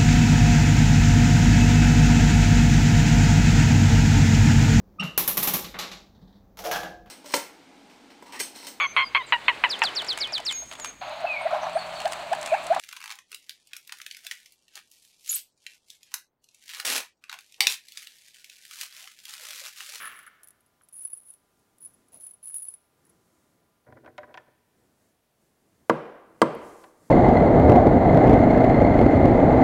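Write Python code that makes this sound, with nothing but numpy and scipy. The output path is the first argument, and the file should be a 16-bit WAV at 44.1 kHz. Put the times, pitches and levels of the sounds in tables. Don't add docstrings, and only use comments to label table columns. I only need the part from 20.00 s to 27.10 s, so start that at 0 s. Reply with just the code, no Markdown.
import sys
import numpy as np
from scipy import signal
from scipy.fft import rfft, irfft, next_fast_len
from scipy.io import wavfile
from scipy.ndimage import uniform_filter1d

SR = 44100
rng = np.random.default_rng(int(sys.argv[2]) if len(sys.argv) > 2 else 0)


def transcribe(signal):
    frames = np.atleast_2d(signal).T
    limited = np.clip(frames, -1, 1)
    pcm = np.round(limited * 32767).astype(np.int16)
    wavfile.write(sys.argv[1], SR, pcm)


N = 313110


def amp(db):
    return 10 ** (np.asarray(db) / 20)


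def unit(x):
    return x / np.sqrt(np.mean(x ** 2) + 1e-20)


def seconds(size):
    return np.arange(size) / SR


def fade(t, t60_s):
    return (t >= 0) * np.exp(-np.log(1000) * np.abs(t) / t60_s)


def held(start_s, length_s, attack_s, release_s):
    t = seconds(N) - start_s
    return (t >= 0) * (1 - fade(t, attack_s)) * fade(np.maximum(t - length_s, 0), release_s)


def along(points, hz):
    freqs_hz, values = np.transpose(points)
    return np.interp(np.log(hz + 1), np.log(freqs_hz), values)


def add(track, start_s, sound):
    start = max(round(start_s * SR), 0)
    part = track[start:start + len(sound)]
    part += sound[:len(part)]


def filtered(x, response):
    size = next_fast_len(len(x) + 8192)
    return irfft(rfft(x, size) * response(np.fft.rfftfreq(size, 1 / SR)), size)[:len(x)]


def coloured(x, spectrum):
    return unit(filtered(x, lambda hz: amp(along(spectrum, hz))))


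def noise(spectrum, size=N):
    return coloured(rng.standard_normal(size), spectrum)


def resonate(x, peaks):
    def response(hz):
        return sum((-1) ** k * amp(db) * 1j * hz * width / (centre ** 2 - hz ** 2 + 1j * hz * width)
                   for k, (centre, width, db) in enumerate(peaks))
    return filtered(x, response)


def contacts(per_s, spread_db):
    strength = amp(spread_db * np.clip(rng.standard_normal(N), -2, 2)) * rng.choice([-1, 1], N)
    return unit(strength * (rng.random(N) < per_s / SR))


def evened(x, span_s):
    power = uniform_filter1d(x ** 2, max(int(span_s * SR), 1))
    return x / np.sqrt(np.abs(power) + 1e-3)


def struck(peaks, contact_t60_s, cutoff_hz):
    t = seconds(4096)
    push = 0.5 * fade(t, contact_t60_s) * rng.standard_normal(len(t))
    push[0] += 1
    ring = resonate(push, peaks)
    ring = filtered(ring, lambda hz: 1 / (1 + 1.3j * hz / cutoff_hz - (hz / cutoff_hz) ** 2))
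    return ring / np.abs(ring).max()


# centre_hz, width_hz, gain_db
BOX_MODES = [(1074, 100, -4), (1287, 193, 0.5), (1467, 90, 3.5), (1715, 204, 0.5), (2256, 174, -2.5),
             (3060, 690, -12)]
# freq_hz, density_db
STIR_SPECTRUM = [(50, -28), (130, -13.5), (600, -12), (1200, -5.5), (3000, -3), (4500, -19), (7000, -21.5),
                 (15000, -12)]
# start_s, level_db
WALL_HITS = [(0.0419, -30), (0.0547, -28), (0.0734, -25.5), (0.1879, -33.5), (0.2662, -36), (0.2748, -36),
             (0.8103, -50), (2.4995, -52)]


def box_rattle():
    level = amp(-42) * held(0, 0.043, attack_s=0.003, release_s=0.65)
    walls = unit(resonate(contacts(per_s=1600, spread_db=1.5), BOX_MODES))
    grit = coloured(contacts(per_s=1100, spread_db=6), STIR_SPECTRUM)
    out = level * (amp(-0.5) * evened(walls, span_s=0.015) + amp(-3.5) * grit)
    for start_s, level_db in WALL_HITS:
        add(out, start_s, amp(level_db - 4) * struck(BOX_MODES, contact_t60_s=0.027, cutoff_hz=2440))
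    return out


# start_s, rise_s, length_s, level_db
HAND_SHAKES = [(0.0, 0.072, 0.1, -42.5), (0.14, 0.033, 0.088, -55), (0.925, 0.092, 0.22, -39.5),
               (1.125, 0.0046, 0.12, -49), (1.252, 0.045, 0.091, -48), (1.804, 0.047, .077, -43.5),
               (2.12, 0.047, 0.083, -50.5), (2.199, 0.072, 0.11, -44), (2.428, .045, 0.15, -38),
               (2.536, 0.021, .075, -32), (2.619, 0.0097, 0.11, -39.5)]


def shaking(swell_db=7, ease_db=11):
    t, level = seconds(N), np.zeros(N)
    for start_s, rise_s, length_s, level_db in HAND_SHAKES:
        effort_db = np.interp(t - start_s, [0, rise_s, max(length_s, rise_s)], [-swell_db, 0, -ease_db])
        level += amp(level_db + effort_db) * held(start_s, length_s, attack_s=0.0088, release_s=0.12)
    return level


# pitch_hz, level_db, t60_s, spread_ratio
SCREW_MODES = [(10233, 4, 0.095, 0.0195), (10210, -3.5, .018, 0.055), (12180, -20, 0.026, 0.065),
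               (13900, -25, 0.013, 0.09)]
# freq_hz, density_db
TICK_SPECTRUM = [(800, -17.5), (2500, -13.5), (5000, -14), (7500, -7.5), (9000, -3), (10500, 7),
                 (11600, 0.5), (12200, -2.5), (14000, -6), (15800, -18.5)]


def jingle(screws=12):
    t = seconds(4096)
    ring, hits = np.zeros(N), np.zeros(N)
    for offset in np.linspace(-1, 1, screws) + rng.normal(0, 0.038, screws):
        blows = contacts(per_s=41, spread_db=5)
        modes = sum(amp(db) * np.sin(2 * np.pi * hz * (1 + spread * offset) * t) * fade(t, t60_s)
                    for hz, db, t60_s, spread in SCREW_MODES)
        ring += signal.oaconvolve(blows, modes * (1 - fade(t, 0.00095)))[:N]
        hits += blows
    ring = evened(unit(ring), span_s=0.019)
    rasp_power = signal.oaconvolve(hits ** 2, fade(t, 0.012) ** 2)[:N]
    rasp = np.sqrt(np.abs(rasp_power)) * rng.standard_normal(N)
    rasp = evened(coloured(rasp, TICK_SPECTRUM), span_s=0.021)
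    level = shaking()
    return amp(-1.5) * level * ring + amp(-31) * level ** 0.64 * rasp


def pings(lowest_hz=11800, highest_hz=15700, t60_s=0.0206, screws=14):
    t, notes = seconds(2048), np.zeros(N)
    for pitch_hz in rng.uniform(lowest_hz, highest_hz, screws):
        note = np.sin(2 * np.pi * pitch_hz * t) * fade(t, t60_s)
        notes += signal.oaconvolve(contacts(per_s=14, spread_db=5), note)[:N]
    return amp(-27.5) * shaking() ** 0.86 * unit(notes)


# start_s, level_db, grip_ratio (0 loose, 1 pinched)
SINGLE_CLINKS = [(0.0544, -32.5, .2), (0.072, -34.5, 0.13), (0.163, -46, .15), (0.19, -43, 0.26),
                 (0.229, -48, 0.25), (0.265, -43.5, 0.23), (0.274, -43, 0.098), (0.433, -42.5, 0.41),
                 (0.443, -42, .14), (0.473, -48, 0.54), (0.485, -43.5, 0.27), (0.506, -46.5, 0.32),
                 (0.606, -59, .26), (0.8347, -48, .05), (0.8869, -46, 0.32), (0.9297, -48, 0.051),
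                 (1.05, -19, .02), (1.1319, -20.5, .01), (1.173, -30.5, .02), (1.303, -34.5, 0.045),
                 (1.3372, -42, .15), (1.7835, -54.5, .35), (1.8485, -34, .05), (1.8582, -30.5, .02),
                 (1.942, -50, .08), (2.0842, -54, .2), (2.142, -36, 0.022), (2.2092, -38, 0.15),
                 (2.2352, -30, .02), (2.2666, -28.5, 0.065), (2.3094, -33.5, .05), (2.3363, -36.5, 0.045),
                 (2.4804, -29.5, 0.062), (2.5418, -23.5, .07), (2.5597, -24.5, 0.026),
                 (2.6232, -25.5, 0.027), (2.6845, -22, 0.018), (2.739, -31, 0.067), (3.094, -50, 0.13),
                 (6.549, -54, 0.51)]


def clinks(t60_s=0.041, beat_hz=220, pitch_spread=0.016, stray_count=20):
    out, t = np.zeros(N), seconds(4096)
    attack = 1 - fade(t, 0.007)
    strays = [(rng.uniform(0.3, 3.1), rng.uniform(-64, -53), 0.2) for _ in range(stray_count)]
    for start_s, level_db, grip in SINGLE_CLINKS + strays:
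        detune, apart = rng.uniform(-1.06, 1, 2)
        pitch_hz = SCREW_MODES[0][0] * (1 + pitch_spread * detune)
        other_hz = pitch_hz - np.sign(detune) * beat_hz * (1 + apart / 2)
        pair = np.sin(2 * np.pi * pitch_hz * t) + 0.5 * np.sin(2 * np.pi * other_hz * t)
        ring = pair * fade(t, t60_s) * attack
        tick = amp(11.5) * noise(TICK_SPECTRUM, len(t)) * fade(t, 0.02) * (1 - fade(t, 0.0017))
        add(out, start_s, amp(level_db - 1.5) * ((1 - grip) * ring + grip * tick))
    return out


# freq_hz, t60_s
ROOM_DECAY = [(100, 0.23), (300, 0.98), (600, 0.95), (1500, 1), (3000, 0.9), (6000, 0.69), (10000, 0.41),
              (16000, 0.47)]


def echo_tail(steady_noise):
    hz, t, bands = signal.stft(steady_noise, SR, nperseg=256)
    tail = signal.istft(bands * fade(t, along(ROOM_DECAY, hz)[:, None]), SR, nperseg=256)[1]
    return tail * (1 - fade(seconds(len(tail)), 0.01))


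def in_room(x, wet_db):
    tail = echo_tail(rng.standard_normal(SR))
    return x + amp(wet_db) * signal.fftconvolve(x, tail / np.linalg.norm(tail))[:N]


# freq_hz, density_db
AIR_SPECTRUM = [(15, -42), (25, -8.5), (80, -2.5), (269, -5.5), (486, -6), (557, -7), (620, -2.5),
                (1120, -11), (1220, -11.5), (3050, -15), (7630, -19.5), (10300, -17), (15800, -20)]
# pitch_hz, level_db
HUM_PARTIALS = [(398.4, -87), (802.1, -85.5), (1001, -82.5), (1200, -82.5), (1400, -84), (1599, -94)]


def room_tone():
    t = seconds(N)
    hum = sum(amp(db) * np.sin(2 * np.pi * (hz * t + rng.random())) for hz, db in HUM_PARTIALS)
    return amp(-72.5) * noise(AIR_SPECTRUM) + hum * np.interp(t, [3.8, 4.2], [1, 0])


# centre_s, half_width_s, shuffle_db, rustle_db
SWELLS = [(1.6, .1, -75.5, -79.5), (1.97, 0.18, -69, -78), (3.08, 0.099, -67, -77),
          (3.36, 0.18, -69.5, -76.5), (3.62, 0.13, -73, -91.5), (4.83, .1, -67.5, -79),
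          (5.04, 0.071, -70, -76), (5.45, 0.056, -72, -77.5), (5.8, 0.21, -68, -78),
          (6.55, 0.15, -56.5, -71), (6.67, 0.044, -74, -63), (6.79, 0.088, -67.5, -64.5),
          (7.1, 0.1, -61, -67.5)]
# freq_hz, density_db
SHUFFLE_SPECTRUM = [(30, -24.5), (80, -5.5), (250, -2.5), (450, -7.5), (800, -17), (2000, -21),
                    (5000, -61.5)]
RUSTLE_SPECTRUM = [(2000, -20), (4000, -5), (7000, 0), (10000, -2), (13000, -8), (15800, -14)]


def soft_swells(resting_db=-79):
    t = seconds(N)
    shuffle, rustle = amp(resting_db), 0
    for centre_s, half_width_s, shuffle_db, rustle_db in SWELLS:
        swell = np.exp(-((t - centre_s) / half_width_s) ** 2 / 2)
        shuffle = np.hypot(shuffle, amp(shuffle_db) * swell)
        rustle = np.hypot(rustle, amp(rustle_db) * swell)
    return shuffle * noise(SHUFFLE_SPECTRUM) + rustle * noise(RUSTLE_SPECTRUM)


# freq_hz, density_db
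BUMP_SPECTRUM = [(50, -41), (130, -5.5), (300, -15), (420, -12), (520, -12.5), (640, -6.5), (800, -17),
                 (1500, -28.5)]


def bench_bump():
    return amp(-58) * noise(BUMP_SPECTRUM) * held(2.118, 0.041, attack_s=0.06, release_s=0.21)


# start_s, length_s, level_db
TIP_STROKES = [(3.861, 0.041, -54.5), (3.954, 0.015, -53.5), (4.033, 0.057, -53.5), (4.2, 0.034, -53),
               (4.274, 0.039, -53), (4.386, 0.013, -54)]
# centre_hz, width_hz, gain_db
HOLE_MODES = [(242, 47, -17), (332, 29, -8), (426, 47, -19), (599, 21, 5), (758, 32, 5), (996, 52, 2.5),
              (1510, 210, -3.5), (1766, 63, -2.5), (1904, 170, -6), (2330, 340, -14.5)]
# freq_hz, density_db
THUD_SPECTRUM = [(40, -48), (75, -7), (130, 7), (175, -23), (250, -3), (600, 6.5), (1500, -50)]


def tip_scrape(cutoff_hz=2600):
    level = sum(amp(level_db) * held(start_s, length_s, attack_s=0.043, release_s=0.12)
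                for start_s, length_s, level_db in TIP_STROKES)
    slips = resonate(contacts(per_s=1400, spread_db=8), HOLE_MODES)
    scrape = unit(filtered(slips, lambda hz: 1 / (1 + (hz / cutoff_hz) ** 4)))
    return level * (amp(-4.5) * evened(scrape, span_s=0.016) + amp(-2) * noise(THUD_SPECTRUM))


# centre_hz, width_hz, gain_db
PRESSED_MODES = [(79.8, 6.6, -4), (129.6, 9.3, -1.5), (244, 11, -2), (334, 20, -3.5), (453, 20, -4.5)]


def board_murmur(start_s=3.885, length_s=0.74, ease_db_per_s=31, cutoff_hz=700):
    eased_db = ease_db_per_s * np.maximum(seconds(N) - start_s, 0)
    level = amp(-54.5 - eased_db) * held(start_s, length_s, attack_s=0.019, release_s=0.3)
    slips = resonate(contacts(per_s=1800, spread_db=8.5), PRESSED_MODES)
    murmur = filtered(slips, lambda hz: 1 / (1 + (hz / cutoff_hz) ** 4))
    return level * evened(unit(murmur), span_s=0.05)


# start_s, level_db, relative_edge_db
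TIP_TAPS = [(3.924, -40.5, -36), (3.971, -47, -39), (4.047, -43.5, -31), (4.061, -43, -24),
            (4.076, -41.5, -39), (4.180, -29, -22.5), (4.185, -33.5, -37), (4.232, -37, -36),
            (4.240, -39, -44), (4.342, -38, -19), (4.349, -36.5, -43), (4.374, -32.5, -23),
            (4.482, -61, -32), (6.839, -38.5, -21.5)]
# freq_hz, density_db
EDGE_SPECTRUM = [(1200, -17), (2500, 14), (4000, 2.5), (6000, -6.5), (8000, -17), (14000, -37)]


def tip_taps():
    out, t = np.zeros(N), seconds(4096)
    for start_s, level_db, edge_db in TIP_TAPS:
        edge = amp(edge_db + 10.5) * noise(EDGE_SPECTRUM, len(t)) * fade(t, 0.033)
        thud = amp(-58) * noise(THUD_SPECTRUM, len(t)) * fade(t, 0.11)
        ring = struck(HOLE_MODES, contact_t60_s=0.027, cutoff_hz=2370)
        add(out, start_s, amp(level_db) * (ring + edge) + thud)
    return out


# start_s, level_db, relative_crack_db, crack_tilt_db_per_octave, relative_echo_db
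BOARD_KNOCKS = [(5.8968, -8.5, -10, -5.5, -23.5), (6.417, -5.5, -11.5, -2, -24)]
# pitch_hz, level_db, t60_s
BOARD_MODES = [(136.4, -25.5, 0.31), (157.4, -24.5, 0.41), (222, -11, 0.1), (243.5, -14.5, 0.18),
               (330.4, -8.5, 0.17), (366, -9.5, 0.03), (469, -7, 0.1), (539, -16, 0.26), (591, -24.5, 0.44),
               (649, -17.5, 0.13), (796, -12, 0.034), (942, -10, 0.096), (1019, -3, 0.055),
               (1140, 2, 0.033), (1298, -6.5, 0.028), (1364, -13.5, 0.072), (1560, -25, 0.035),
               (1630, -8, 0.025), (2064, -17.5, 0.046)]
# freq_hz, density_db
CRACK_SPECTRUM = [(200, -20), (1000, 0), (2000, 2), (2500, -7), (3200, -2), (4500, -7), (6500, -9),
                  (8900, -6), (10500, -18), (14500, -19), (15800, -32)]


def knocks(push_hz=565, push_cycles=1.5, travel_s=0.002865):
    out, t = np.zeros(N), seconds(22050)
    progress = np.minimum(t * push_hz / push_cycles, 1)
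    push = -amp(5) * np.sin(2 * np.pi * push_hz * t) * np.sqrt(np.abs(np.sin(np.pi * progress)))
    for start_s, level_db, crack_db, tilt, _ in BOARD_KNOCKS:
        ring = np.zeros(len(t))
        for pitch_hz, mode_db, t60_s in BOARD_MODES:
            age_s = t - travel_s * np.sqrt(push_hz / pitch_hz)
            envelope = fade(age_s, t60_s) * (1 - fade(age_s, 0.0012))
            ring += amp(mode_db + rng.normal(0, 0.33)) * np.sin(2 * np.pi * pitch_hz * age_s) * envelope
        tilted = [(hz, db + tilt * np.log2(hz)) for hz, db in CRACK_SPECTRUM]
        crack = amp(crack_db) * noise(tilted, len(t)) * fade(t, 0.029)
        add(out, start_s, amp(level_db) * (push + ring + crack))
    return signal.sosfilt(signal.butter(6, 130, "high", fs=SR, output="sos"), out)


# freq_hz, density_db
WASH_SPECTRUM = [(70, -30.5), (110, -30), (145, -0.5), (300, 3), (500, 4.5), (700, -0.5), (1150, -5),
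                 (1700, -13), (2500, -17.5), (4000, -30.5), (8000, -43.5), (10500, -39.5), (13000, -57.5)]


def knock_wash():
    out = np.zeros(N)
    for start_s, level_db, _, _, echo_db in BOARD_KNOCKS:
        add(out, start_s, amp(level_db + echo_db) * echo_tail(noise(WASH_SPECTRUM, SR)))
    return out


def scene():
    box = in_room(box_rattle(), wet_db=-11.5)
    screws = in_room(jingle() + pings() + clinks(), wet_db=-19)
    background = room_tone() + soft_swells() + bench_bump()
    tip = in_room(tip_scrape() + board_murmur() + tip_taps(), wet_db=-17.5)
    blows = in_room(knocks(), wet_db=-18.5) + knock_wash()
    return (box + screws + background + tip + blows)[None]


def record(dry, ceiling=0.9, top_hz=15830):
    rounded = dry[0] / (1 + np.abs(dry[0] / ceiling) ** 8) ** (1 / 8)
    return filtered(rounded, lambda hz: hz < top_hz)[None]


dry = scene()
out = record(dry)
transcribe(out)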